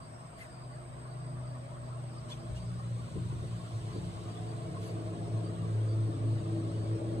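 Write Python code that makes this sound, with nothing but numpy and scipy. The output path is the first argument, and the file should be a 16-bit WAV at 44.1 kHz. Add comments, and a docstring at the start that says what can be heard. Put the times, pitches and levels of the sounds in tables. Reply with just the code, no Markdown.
"""A six-cylinder truck engine drones closer beside a yard as it slows: gliding orders of its firing rate.
With it come a wall echo at a shifted rate, tread hums (tones) and road roar (shaped noise).
Leaves and wind are swelling noise; insects are throbbing bands and a cricket's pulsed note.
Air puffs are noise bursts with a whistle; load thuds are decaying modes of the truck bed.
Two microphone ports close together hear it all with differing phase and level."""
import sys
import numpy as np
from scipy import signal
from scipy.io import wavfile
from scipy.ndimage import uniform_filter1d

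SR = 44100
rng = np.random.default_rng(int(sys.argv[2]) if len(sys.argv) > 2 else 0)


def to_wav(s):
    """Save 16-bit WAV."""
    ch = np.atleast_2d(s).T  # columns
    pcm = np.round(np.clip(ch, -1, 1) * 32767)  # PCM
    wavfile.write(sys.argv[1], SR, pcm.astype(np.int16))


N = 317520
T = np.arange(N) / SR  # time/s

# Spectra below are relative densities; noise() scales each to rms 1 before its level is applied.

# Firing rate while the truck slows: t/s, direct f/Hz, rise off a wall f/Hz, block f/Hz before its wobble
FIRING_RATE = [(0, 125.5, 0, 124.3), (1.44, 124.4, 0.5, 123.1), (2.4, 119.7, 0, 119.1),
               (3.36, 115.9, 0.5, 116.6), (4.08, 113.7, 1.37, 112.2), (4.8, 111.9, 3, 111.4),
               (5.4, 110.1, 2.5, 110.6), (5.85, 109.2, 3, 110.6), (6.35, 108.9, 3.5, 110.1),
               (6.65, 108.7, 8.5, 109.1), (7.2, 108.9, 5, 110.5)]
# Firing tone swelling and sinking: t/s, level/dB
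FIRING_LEVEL = [(0, -59), (.13, -62), (.2, -47.5), (.33, -60), (.65, -45), (.97, -48.5), (1.13, -43),
                (1.5, -40), (1.7, -48), (1.95, -40.5), (2.4, -47), (2.54, -40.5), (2.63, -42.5),
                (2.71, -36.5), (2.82, -41.5), (2.93, -33.5), (3.03, -41), (3.13, -56), (3.24, -34.5),
                (3.28, -42), (3.32, -36), (3.355, -45), (3.38, -34.5), (3.44, -43), (3.52, -36.5),
                (3.62, -48), (3.78, -37), (3.84, -42.5), (4.14, -49.5), (4.4, -37), (4.56, -54), (4.8, -50),
                (4.95, -40), (5.01, -40), (5.07, -39.5), (5.2, -42), (5.29, -44.5), (5.35, -32),
                (5.57, -41), (5.76, -29.5), (6.03, -31.5), (6.2, -33.5), (6.5, -37), (6.96, -34),
                (7.2, -68)]
# Wall echo, before its fade-in: t/s, firing tone level/dB, 3/2 order level/dB
WALL_ECHO = [(3.6, -73, -69), (4.2, -53, -46.5), (4.5, -40.5, -53.5), (4.8, -55.5, -46.5), (5.4, -44, -47),
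             (5.65, -65, -41.5), (5.95, -45.5, -68), (6.25, -34, -70), (6.6, -50, -55), (6.9, -44.5, -49),
             (7.2, -35.5, -52)]
# Weak exhaust orders, before their waver: t/s, 3/2 order level/dB, level/dB of each weak multiple
WEAK_ORDERS = [(0, -64, -62, -69), (.8, -80, -69.5, -62.5), (1.3, -70, -60.5, -66.5), (1.9, -74, -60, -65),
               (2.75, -49.5, -63.5, -66), (3.1, -53.5, -59.5, -66), (3.6, -50.5, -65, -68),
               (4.1, -55, -62, -60), (4.4, -64, -79, -63.5), (5.1, -74, -59, -53), (5.9, -56, -72, -62),
               (6.4, -49, -74, -55), (7.2, -67, -72, -55)]
# Weak multiples of the engine cycle (six to the firing rate)
WEAK_CYCLES = [12, 17]
# Growl of the engine block, before offsets, throb and fade-in: t/s, level/dB
GROWL_LEVEL = [(3, -72), (3.2, -64), (3.9, -60), (4.1, -56), (4.4, -52), (4.7, -57.5), (5, -49),
               (5.3, -50.5), (5.55, -51), (5.8, -53.5), (6, -44), (6.17, -49), (6.33, -45), (6.42, -49.5),
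               (6.55, -38), (6.7, -45.5), (6.82, -48.5), (6.92, -42), (7.05, -42.5), (7.2, -38.5)]
# Growl multiples of the engine cycle
GROWL_CYCLES = [10, 11, 13, 18, 33]
# Offset of each growl multiple: level/dB
GROWL_OFFSETS = [-18, -13, -23, 0, -32]
# Rasp above the growl, before offsets, throb and fade-in: t/s, level/dB
RASP_LEVEL = [(3.6, -82), (4.3, -60.5), (5, -57.5), (5.7, -61.5), (7.2, -59.5)]
# Rasp multiples of the engine cycle
RASP_CYCLES = [21, 23, 24]
# Offset of each rasp multiple: level/dB
RASP_OFFSETS = [-18, -0.5, -1]
# Block order at 5/2 the firing rate, before throb and fade-in: t/s, level/dB
HALF_ORDER = [(3.5, -65), (4.6, -63.5), (5.3, -57), (5.8, -72), (6.25, -46.5), (6.5, -65), (6.7, -54),
              (6.9, -62), (7.2, -67)]
WAVER_DB, WAVER_HZ = 4, 8  # rms waver of weak orders and tread hums, and its fastest rate
THROB_DB, THROB_HZ = 1.2, 9  # rms throb of the block orders, and its fastest rate
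WOBBLE_TURNS, WOBBLE_HZ = .005, 6  # rms phase wobble of the block before smoothing, and its fastest rate
IN_STEP_S = 6.31  # direct sound and echo are in step here

# Tread hums: multiple of the rate off the wall, left-right level/dB, left port lag t/s
TREADS = [(1.218, 1, 0.00041), (.91, -1, 0.00027)]
# Tread hums before their waver: t/s, level/dB of each
TREAD_LEVELS = [(0, -61, -53.5), (.8, -60.5, -77), (1.4, -53, -77), (2.4, -56.5, -59), (3.4, -54, -49),
                (4.4, -52, -47), (5.4, -58.5, -51.5), (6.4, -47.5, -61), (7.2, -57, -61)]
# Road rumble spectrum: f/Hz, density level/dB per Hz
RUMBLE_SPECTRUM = [(40, -33), (70, -0.5), (110, 9.5), (170, 6.5), (240, -6), (320, -13), (900, -92)]
# Deeper rumble of the bumpy stretch: f/Hz, density level/dB per Hz
BUMPY_SPECTRUM = [(40, -30), (70, -8), (100, 3), (135, 8), (200, -9), (400, -43), (900, -90)]
# Road roar spectrum: f/Hz, density level/dB per Hz
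ROAR_SPECTRUM = [(150, -20.5), (250, -1.5), (330, 0.5), (420, 0.5), (500, -2), (600, -4.5), (800, -15.5),
                 (3000, -70)]
# Road roar: t/s, level/dB
ROAR_LEVEL = [(0, -63), (1.6, -59), (3.4, -58), (4.2, -55), (5.3, -49.5), (6.7, -48), (7.2, -45)]
# Tyre song: t/s, level/dB, centre f/Hz
TYRE_SONG = [(0, -62, 640), (.55, -58.5, 668), (.9, -59.5, 634), (1.7, -56, 609), (2.2, -58.5, 624),
             (2.5, -55.5, 644), (2.75, -62, 597), (3.15, -62, 598), (3.7, -60.5, 660), (4.4, -55, 677),
             (5, -53, 646), (5.7, -58, 640.7), (6.9, -57.5, 610), (7.2, -47, 590)]
# Far traffic wash spectrum: f/Hz, density level/dB per Hz
WASH_SPECTRUM = [(300, -12), (500, -9.5), (760, 0.5), (880, -3.5), (1070, 1.5), (1300, -5), (1600, -10),
                 (2200, -14.5), (3000, -24), (9000, -60.5)]
# Far traffic wash: t/s, level/dB
WASH_LEVEL = [(0, -58.5), (1.2, -58), (2.5, -58.5), (3, -60), (4.6, -57), (5.3, -57.5), (7.2, -58)]
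RUMBLE_START_DB, RUMBLE_RISE_DB_PER_S = -54.5, 1.24
BUMPY_S, BUMPY_SPREAD_S, BUMPY_DB = 3.225, 0.24, -45.5  # peak time, 1/e half-width, peak level
RUMBLE_PATCHY_DB, ROAR_STREAK_DB = 1.2, 3.2  # rms; the roar holds fleeting narrow streaks
SONG_PATCHY_DB, SONG_WIDTH_HZ = 3.8, 50  # rms patchiness; distance from centre to -3.6 dB

# Leaves: f/Hz, density level/dB per Hz before brightening
LEAF_SPECTRUM = [(1200, -11), (2300, -2.5), (3000, 0), (3800, -0.5), (4900, -3), (5600, -8), (7200, -9.5),
                 (9500, -17), (12000, -27), (15500, -39)]
# Breeze in the leaves: t/s, level/dB before a slight drift, brightening/dB (full above 10 kHz)
BREEZE = [(0, -71.5, 3), (1.3, -70.5, -3), (2.6, -66, 2.5), (3.9, -62, 4), (5.3, -64.5, 0),
          (7.2, -63.5, -1.5)]
# Wind on the microphone: t/s, level/dB
WIND_LEVEL = [(0, -62), (2.4, -57.5), (3.39, -52), (4.1, -56), (4.6, -59), (5.5, -57.5), (6.2, -56),
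              (6.8, -57), (7.2, -57.5)]
# Wind spectrum: f/Hz, density level/dB per Hz
WIND_SPECTRUM = [(12, -33), (30, -22), (45, 1.5), (65, 8), (90, -4), (130, -10), (400, -85)]
# Steady microphone hiss spectrum: f/Hz, density level/dB per Hz
HISS_SPECTRUM = [(5000, -33), (11000, -4), (13000, -1.5), (15500, -4)]
HISS_DB, WIND_LUMPS_DB = -85, 2.2  # hiss level; rms lumpiness of the wind

# Insect choir spectrum: f/Hz, density level/dB per Hz
CHOIR_SPECTRUM = [(6500, -50.5), (7500, -13.5), (8070, -3), (8400, 0.5), (8490, 1), (8580, -1.5),
                  (8910, -6), (9150, -22), (11000, -80.5)]
# Swells of the higher cricket, before HIGH_DB: middle t/s, level/dB
SWELLS = [(.05, -74), (.31, -79), (.52, -72), (.62, -70), (.75, -78), (1.0, -80), (1.21, -78), (1.31, -77),
          (1.47, -75), (1.6, -82), (1.88, -79), (2.16, -79), (2.42, -76), (2.68, -78), (2.76, -84)]
# Near cricket's chirps, before the pulse envelope: t/s, level/dB
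CHIRPS = [(0.0308, -66), (0.3711, -65), (0.7093, -66.5), (1.0823, -66), (1.4823, -65), (1.8495, -72),
          (2.1696, -68), (2.5894, -62), (3.4994, -67), (3.941, -62), (4.288, -63), (4.4787, -63),
          (4.8639, -62), (5.448, -60.5), (5.895, -61), (6.3655, -67), (6.77, -65), (6.82, -66),
          (6.891, -67)]
CHOIR_DB, CHOIR_PER_S = -65, 16  # level before throb; mean throbs per second
SWELL_S, BETWEEN_DB, QUIET_S = .045, -83, 2.75  # 1/e half-width; floor before HIGH_DB; floor starts fading
HIGH_HZ, HIGH_WANDER_HZ, HIGH_WIDTH_HZ, HIGH_DB = 4870, 65, 100, -0.5  # mean, rms, half-power, offset
FAR_HZ, FAR_WIDTH_HZ, FAR_DB = 5420, 210, -84.5  # far cricket: centre, half-power distance, mean dB
CHIRP_RING_S = .012  # 1/e decay of a pulse

# Air puffs: middle t/s, level/dB, time scale t/s (over 3.5 rising, 2.2 falling), tilt/dB per octave,
# whistle f/Hz, whistle level/dB, left-right level/dB, body/dB at 1.7 kHz, top/dB at 14.6 kHz
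PUFFS = [(0.408, -58.5, 0.12, 5.5, 2084, -45.5, 3, 10, 10),
         (2.313, -55, 0.082, 4, 3480, -43, 0.5, -6.5, -1), (2.568, -60, 0.065, 5, 2900, -53, 1, -3, -4),
         (4.848, -60.5, 0.15, 5, 4000, -66, 1, -5, 8)]
# Puff spectrum before tilt, body and top: f/Hz, density level/dB per Hz
PUFF_SPECTRUM = [(700, -13), (1500, 17), (3500, 9.5), (6000, 0), (10000, -8.5), (13000, -26), (15500, -32)]
PUFF_GRAIN_DB = 4.8  # rms

# Thuds of the load: t/s, knock level/dB, boom level/dB, tilt/dB per octave about 250 Hz
THUDS = [(2.495, -50, -32, -8), (3.149, -39.5, -48, -3), (3.225, -48.5, -47, -8), (3.315, -45, -45, -4),
         (3.37, -49.5, -42, -8.5), (3.421, -49, -56, 3.5), (3.945, -40.5, -48, -0.2), (4.001, -49, -42, -4)]
# Modes of the truck bed: f/Hz, level/dB before tilt, 60 dB decay t/s
BED_MODES = [(87, -3, 0.67), (128, -1, 0.28), (192.6, 1, 0.22), (272, 0, 0.17), (318.5, -0.5, 0.27),
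             (366.4, 3.5, 0.15), (443, -0.5, 0.17), (526, -3, 0.088), (700, -13, .06)]

# Likeness of the two ports for noise: f/Hz, coherence from 0 to 1
PORT_LIKENESS = [(35, 0.054), (55, 0.26), (80, 0.7), (110, 0.95), (300, 0.96), (600, 0.44), (800, 0.46),
                 (1200, 0.37), (3000, 0.12), (6500, 0.82)]
# Phase of the shared noise: f/Hz, radians the left port leads
PORT_LEAD = [(100, 0.5), (430, -0.5), (660, 1.12), (860, 3.5), (2330, 3), (4050, 5.5), (5080, 3.5),
             (6800, 5.5)]
# Level balance of the ports for noise: f/Hz, left-right level/dB
PORT_BALANCE = [(30, -7), (100, 3), (270, 3), (700, 1), (1650, 0), (3500, -0.8), (6000, 0.2)]
MONO_HZ, EDGE_HZ = 6950, 15150  # mono above the first, band limit at the second


def gain_of(db):
    """Level definition: 20 dB is a tenfold amplitude."""
    return 10 ** (np.asarray(db) / 20)


def evened(x):
    """Root-mean-square normalization."""
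    return x / np.sqrt(np.mean(x ** 2) + 1e-20)


def read(points, hz):
    """Spectral interpolation along logarithmic frequency."""
    f, value = np.transpose(points)
    return np.interp(np.log(hz + 1), np.log(f + 1), value)


def columns(rows):
    """Linear interpolation of each time-varying column."""
    s, *values = np.transpose(rows)
    return [np.interp(T, s, v) for v in values]


def fade_in(s):
    """Linear amplitude ramp lasting 0.19 s."""
    return np.clip((T - s) / 0.19, 0, 1)


def drift(top_hz):
    """Superposition of slow sines of random phase, giving fluctuation of rms 1."""
    rates_hz = np.geomspace(top_hz / 10, top_hz, 20)
    slow = sum(np.sin(2 * np.pi * (f * T[::64] + rng.random())) for f in rates_hz)
    return evened(slow).repeat(64)[:N]


def noise(spectrum, patchy_db, size=1024, count=(8, 10)):
    """Partial coherence: patchy noise shared between two ports with phase and level differences.

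    spectrum is (Hz, dB) points or a rule of (Hz, s); count smooths patches over (frames, bins)."""
    hop = size // 4
    frames = N // hop + 5
    hz = np.fft.rfftfreq(size, 1 / SR)
    a, b, c, d, patches = rng.standard_normal((frames, len(hz), 5)).T
    patches = uniform_filter1d(patches, size=count[1], axis=0)
    patches = evened(uniform_filter1d(patches, size=count[0], axis=1))
    if callable(spectrum):
        shape_db = spectrum(hz[:, None], np.arange(frames) * hop / SR)
    else:
        shape_db = read(spectrum, hz)[:, None]
    likeness = np.clip(read(PORT_LIKENESS, hz), 0, 1)[:, None]
    left = a + 1j * b
    shared = left * np.exp(-1j * read(PORT_LEAD, hz))[:, None]
    right = likeness * shared + np.sqrt(1 - likeness ** 2) * (c + 1j * d)
    balance = gain_of(read(PORT_BALANCE, hz)[:, None] / 2)
    bins = np.array([left * balance, right / balance]) * gain_of(shape_db + patchy_db * patches)
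    x = signal.istft(bins, nperseg=size, noverlap=size - hop)[1][:, :N]
    return x / np.sqrt(np.mean(x.mean(0) ** 2))  # rms 1 in the mean of the ports


def tones(hz, multiples, levels_db, pan_db, lag_s, start_turns=0):
    """Phase integration: orders of one gliding rate, reaching the left port lag_s later."""
    turns = start_turns + np.cumsum(hz) / SR
    turns = np.array([turns - hz * lag_s / 2, turns + hz * lag_s / 2])
    x = sum(gain_of(db) * np.cos(2 * np.pi * k * turns) for k, db in zip(multiples, levels_db))
    return np.sqrt(2) * x * gain_of([[pan_db / 2], [-pan_db / 2]])  # levels are rms


def block_levels(rows, offsets_db):
    """Amplitude modulation: each block order throbs independently about its level."""
    level_db = columns(rows)[0]
    return [level_db + db + THROB_DB * drift(THROB_HZ) for db in offsets_db]


def engine():
    """Engine orders: six firings a cycle, uneven-cylinder orders, and a frequency-shifted echo."""
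    direct_hz, shift_hz, block_hz = columns(FIRING_RATE)
    wobble = uniform_filter1d(drift(WOBBLE_HZ), size=256)
    block_hz = block_hz + WOBBLE_TURNS * SR * np.gradient(wobble)
    half_db, *upper_db = [db + WAVER_DB * drift(WAVER_HZ) for db in columns(WEAK_ORDERS)]
    pipe = tones(direct_hz, [1, 3 / 2], columns(FIRING_LEVEL) + [half_db], pan_db=0.4, lag_s=0.00031)
    pipe += tones(block_hz, np.array(WEAK_CYCLES) / 6, upper_db, pan_db=1.0, lag_s=0.00044)
    echo = tones(direct_hz + shift_hz, [1, 3 / 2], columns(WALL_ECHO), pan_db=0.0, lag_s=0.0007,
                 start_turns=-shift_hz[T < IN_STEP_S].sum() / SR)
    growl_db = block_levels(GROWL_LEVEL, GROWL_OFFSETS)
    rasp_db = block_levels(RASP_LEVEL, RASP_OFFSETS)
    growl = tones(block_hz, np.array(GROWL_CYCLES) / 6, growl_db, pan_db=2.0, lag_s=.0001)
    growl += tones(block_hz, np.array(RASP_CYCLES) / 6, rasp_db, pan_db=-0.5, lag_s=0.00014)
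    growl += tones(block_hz, [5 / 2], block_levels(HALF_ORDER, [0]), pan_db=5.0, lag_s=.0001)
    return pipe + fade_in(WALL_ECHO[0][0]) * echo + fade_in(GROWL_LEVEL[0][0]) * growl


def tread_hums():
    """Periodic excitation: two tread tones keep fixed ratios to the rate off the wall."""
    direct_hz, shift_hz, _ = columns(FIRING_RATE)
    hums = np.zeros((2, N))
    for (k, pan_db, lag_s), db in zip(TREADS, columns(TREAD_LEVELS)):
        hums += tones(direct_hz + shift_hz, [k], [db + WAVER_DB * drift(WAVER_HZ)], pan_db, lag_s)
    return hums


def tyre_song():
    """Band-limited noise: a narrow resonance slides in frequency."""
    s, _, centre_hz = np.transpose(TYRE_SONG)

    def band(hz, t):
        distance = (hz - np.interp(t, s, centre_hz)) / SONG_WIDTH_HZ
        return -12 * np.log10(1 + distance ** 4)

    return gain_of(columns(TYRE_SONG)[0]) * noise(band, SONG_PATCHY_DB, size=4096, count=(5, 1))


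def road():
    """Incoherent addition: tread hums and tyre song join broadband rumble, roar and far wash."""
    rumble_gain = gain_of(RUMBLE_START_DB + RUMBLE_RISE_DB_PER_S * T)
    rumble = rumble_gain * noise(RUMBLE_SPECTRUM, RUMBLE_PATCHY_DB, size=4096, count=(8, 1))
    bumpy_gain = gain_of(BUMPY_DB) * np.exp(-((T - BUMPY_S) / BUMPY_SPREAD_S) ** 2)
    bumpy = bumpy_gain * noise(BUMPY_SPECTRUM, 1.2, size=2048, count=(4, 2))
    roar_gain = gain_of(columns(ROAR_LEVEL)[0])
    roar = roar_gain * noise(ROAR_SPECTRUM, ROAR_STREAK_DB, size=4096, count=(12, 1))
    wash = gain_of(columns(WASH_LEVEL)[0]) * noise(WASH_SPECTRUM, 3.9, count=(5, 2))
    return tread_hums() + rumble + bumpy + roar + tyre_song() + wash


def air():
    """Turbulent noise: leaves change in brightness, wind is lumpy on the ports, microphone hiss is steady."""
    s, _, bright_db = np.transpose(BREEZE)

    def leaf_shape(hz, t):
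        return read(LEAF_SPECTRUM, hz) + np.interp(t, s, bright_db) * np.clip(hz / 5000 - 1, 0, 1)

    leaves = gain_of(columns(BREEZE)[0] + 0.34 * drift(8)) * noise(leaf_shape, 3.3, count=(5, 2))
    wind = gain_of(columns(WIND_LEVEL)[0]) * noise(WIND_SPECTRUM, WIND_LUMPS_DB, size=4096)
    hiss = gain_of(HISS_DB) * noise(HISS_SPECTRUM, 2.4, count=(5, 2))
    return leaves + wind + hiss


def cricket_note(centre_hz, width_hz):
    """Resonance: a band around a given centre, at half power width_hz away."""
    def band(hz, t):
        return -10 * np.log10(1 + ((hz - np.interp(t, T, centre_hz)) / width_hz) ** 4)
    return band


def choir():
    """Amplitude modulation: a patchy band of many insects throbs at a wandering rate."""
    throb_hz = CHOIR_PER_S * (1 + 0.038 * drift(5.6))
    throb_db = 0.37 * np.sin(2 * np.pi * np.cumsum(throb_hz) / SR)
    return gain_of(CHOIR_DB + throb_db) * noise(CHOIR_SPECTRUM, 2.8, size=2048, count=(3, 1))


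def distant_crickets():
    """Narrow-band noise: one wandering note in Gaussian swells, and one fluctuating far note."""
    high_hz = HIGH_HZ + HIGH_WANDER_HZ * drift(5)
    high = gain_of(HIGH_DB) * noise(cricket_note(high_hz, HIGH_WIDTH_HZ), 4.3, count=(5, 3))
    swells = sum(gain_of(db) * np.exp(-((T - s) / SWELL_S) ** 2) for s, db in SWELLS)
    floor = gain_of(BETWEEN_DB) * (1 - fade_in(QUIET_S))
    far_note = cricket_note(np.full(N, FAR_HZ), FAR_WIDTH_HZ)
    far = gain_of(FAR_DB + 3.9 * drift(4)) * noise(far_note, 3.4, count=(6, 3))
    return (swells + floor) * high + far


def near_cricket():
    """Stridulation: three wing scrapes pulse a note, each smoothed by a decaying ring."""
    out = np.zeros((2, N))
    # a noisy band around 4.6 kHz with a steady sine in it
    wing = noise([(4200, -58), (4560, -7), (4640, -1), (4720, -23), (5100, -65)], .8)
    wing = wing + .5 * np.sin(2 * np.pi * (4640 * T + [[0], [-.35]]))
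    ring = np.exp(-1 / (CHIRP_RING_S * SR))
    for s, db in CHIRPS:
        u = (T - s) / 0.02 + 0.95  # pulse periods since the start
        scrape = np.sin(np.pi * (u % 1)) ** 2 * (u >= 0) * (u < 3)
        scrape = signal.lfilter([1 - ring], [1, -ring], scrape)
        out += gain_of(db) * scrape * wing
    return out


def insects():
    """Superposition of the insect choir and the crickets."""
    return choir() + distant_crickets() + near_cricket()


def puffs():
    """Jet noise: escaping air gives grainy bursts, each with a short whistle."""
    out = np.zeros((2, N))

    def bump(f, hz, db):
        return db * np.exp(-(np.log2((f + 1) / hz) / 0.54) ** 2)

    for s, db, length, tilt_db, hz, whistle_db, pan_db, body_db, top_db in PUFFS:
        def shape(f, t):
            tilted = read(PUFF_SPECTRUM, f) + tilt_db * np.log2((f + 1) / 4000)
            return tilted + bump(f, 1700, body_db) + bump(f, 14600, top_db)

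        hiss = noise(shape, PUFF_GRAIN_DB, size=512, count=(3, 3))
        lean = (T - s) / length * np.where(T < s, 3.5, 2.2)  # rises faster than it dies
        whistle = np.sin(2 * np.pi * (hz * T + [[0], [-.4]]))
        whistle = np.exp(-((T - s - .011) / 0.012) ** 2) * whistle
        puff = gain_of(db) * np.exp(-lean ** 2) * hiss + gain_of(whistle_db) * whistle
        out += puff * gain_of([[pan_db / 2], [-pan_db / 2]])
    return out


def thuds():
    """Modal decay: a bump excites bed modes, each randomly delayed, and a low boom."""
    t = np.arange(SR // 2) / SR
    out = np.zeros((2, N))
    boom = gain_of(-60 * t / 0.46) * np.sin(2 * np.pi * 60 * t) * (1 - np.exp(-t / 0.018))
    for s, db, boom_db, tilt_db in THUDS:
        knock = np.zeros((2, len(t)))
        for (hz, mode_db, t60), (late, turn, skew) in zip(BED_MODES, rng.random((len(BED_MODES), 3))):
            u = np.clip(t - 0.01395 * late, 0, None)  # time since this mode began
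            decay = gain_of(mode_db + tilt_db * np.log2(hz / 250) - 60 * u / t60)
            swing = decay * (1 - np.exp(-u / 0.003))
            port_turns = np.array([[0], [0.43 * (skew - .5)]])
            knock += swing * np.sin(2 * np.pi * (hz * u + turn + port_turns))
        at = round(s * SR)
        out[:, at:at + len(t)] += gain_of(db) * gain_of([[1.5], [-1.5]]) * knock + gain_of(boom_db) * boom
    return out


def scene():
    """Linear superposition of all sources."""
    return engine() + road() + air() + insects() + puffs() + thuds()


def low_pass(x, hz):
    """Linear-phase filtering by a finite impulse response."""
    taps = signal.firwin(511, hz, window=("kaiser", 9), fs=SR)
    padded = np.pad(x, 255, "reflect", reflect_type="odd")
    return signal.oaconvolve(padded, taps, "valid")


def record(dry):
    """Mid-side filtering: mono treble and a band limit, then 4 ms ramps at the ends."""
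    mid = low_pass(dry.mean(0), EDGE_HZ)
    side = low_pass((dry[0] - dry[1]) / 2, MONO_HZ)
    fade = np.clip(np.minimum(T, T[::-1]) / .004, 0, 1)
    return np.array([mid + side, mid - side]) * fade


dry = scene()
out = record(dry)
to_wav(out)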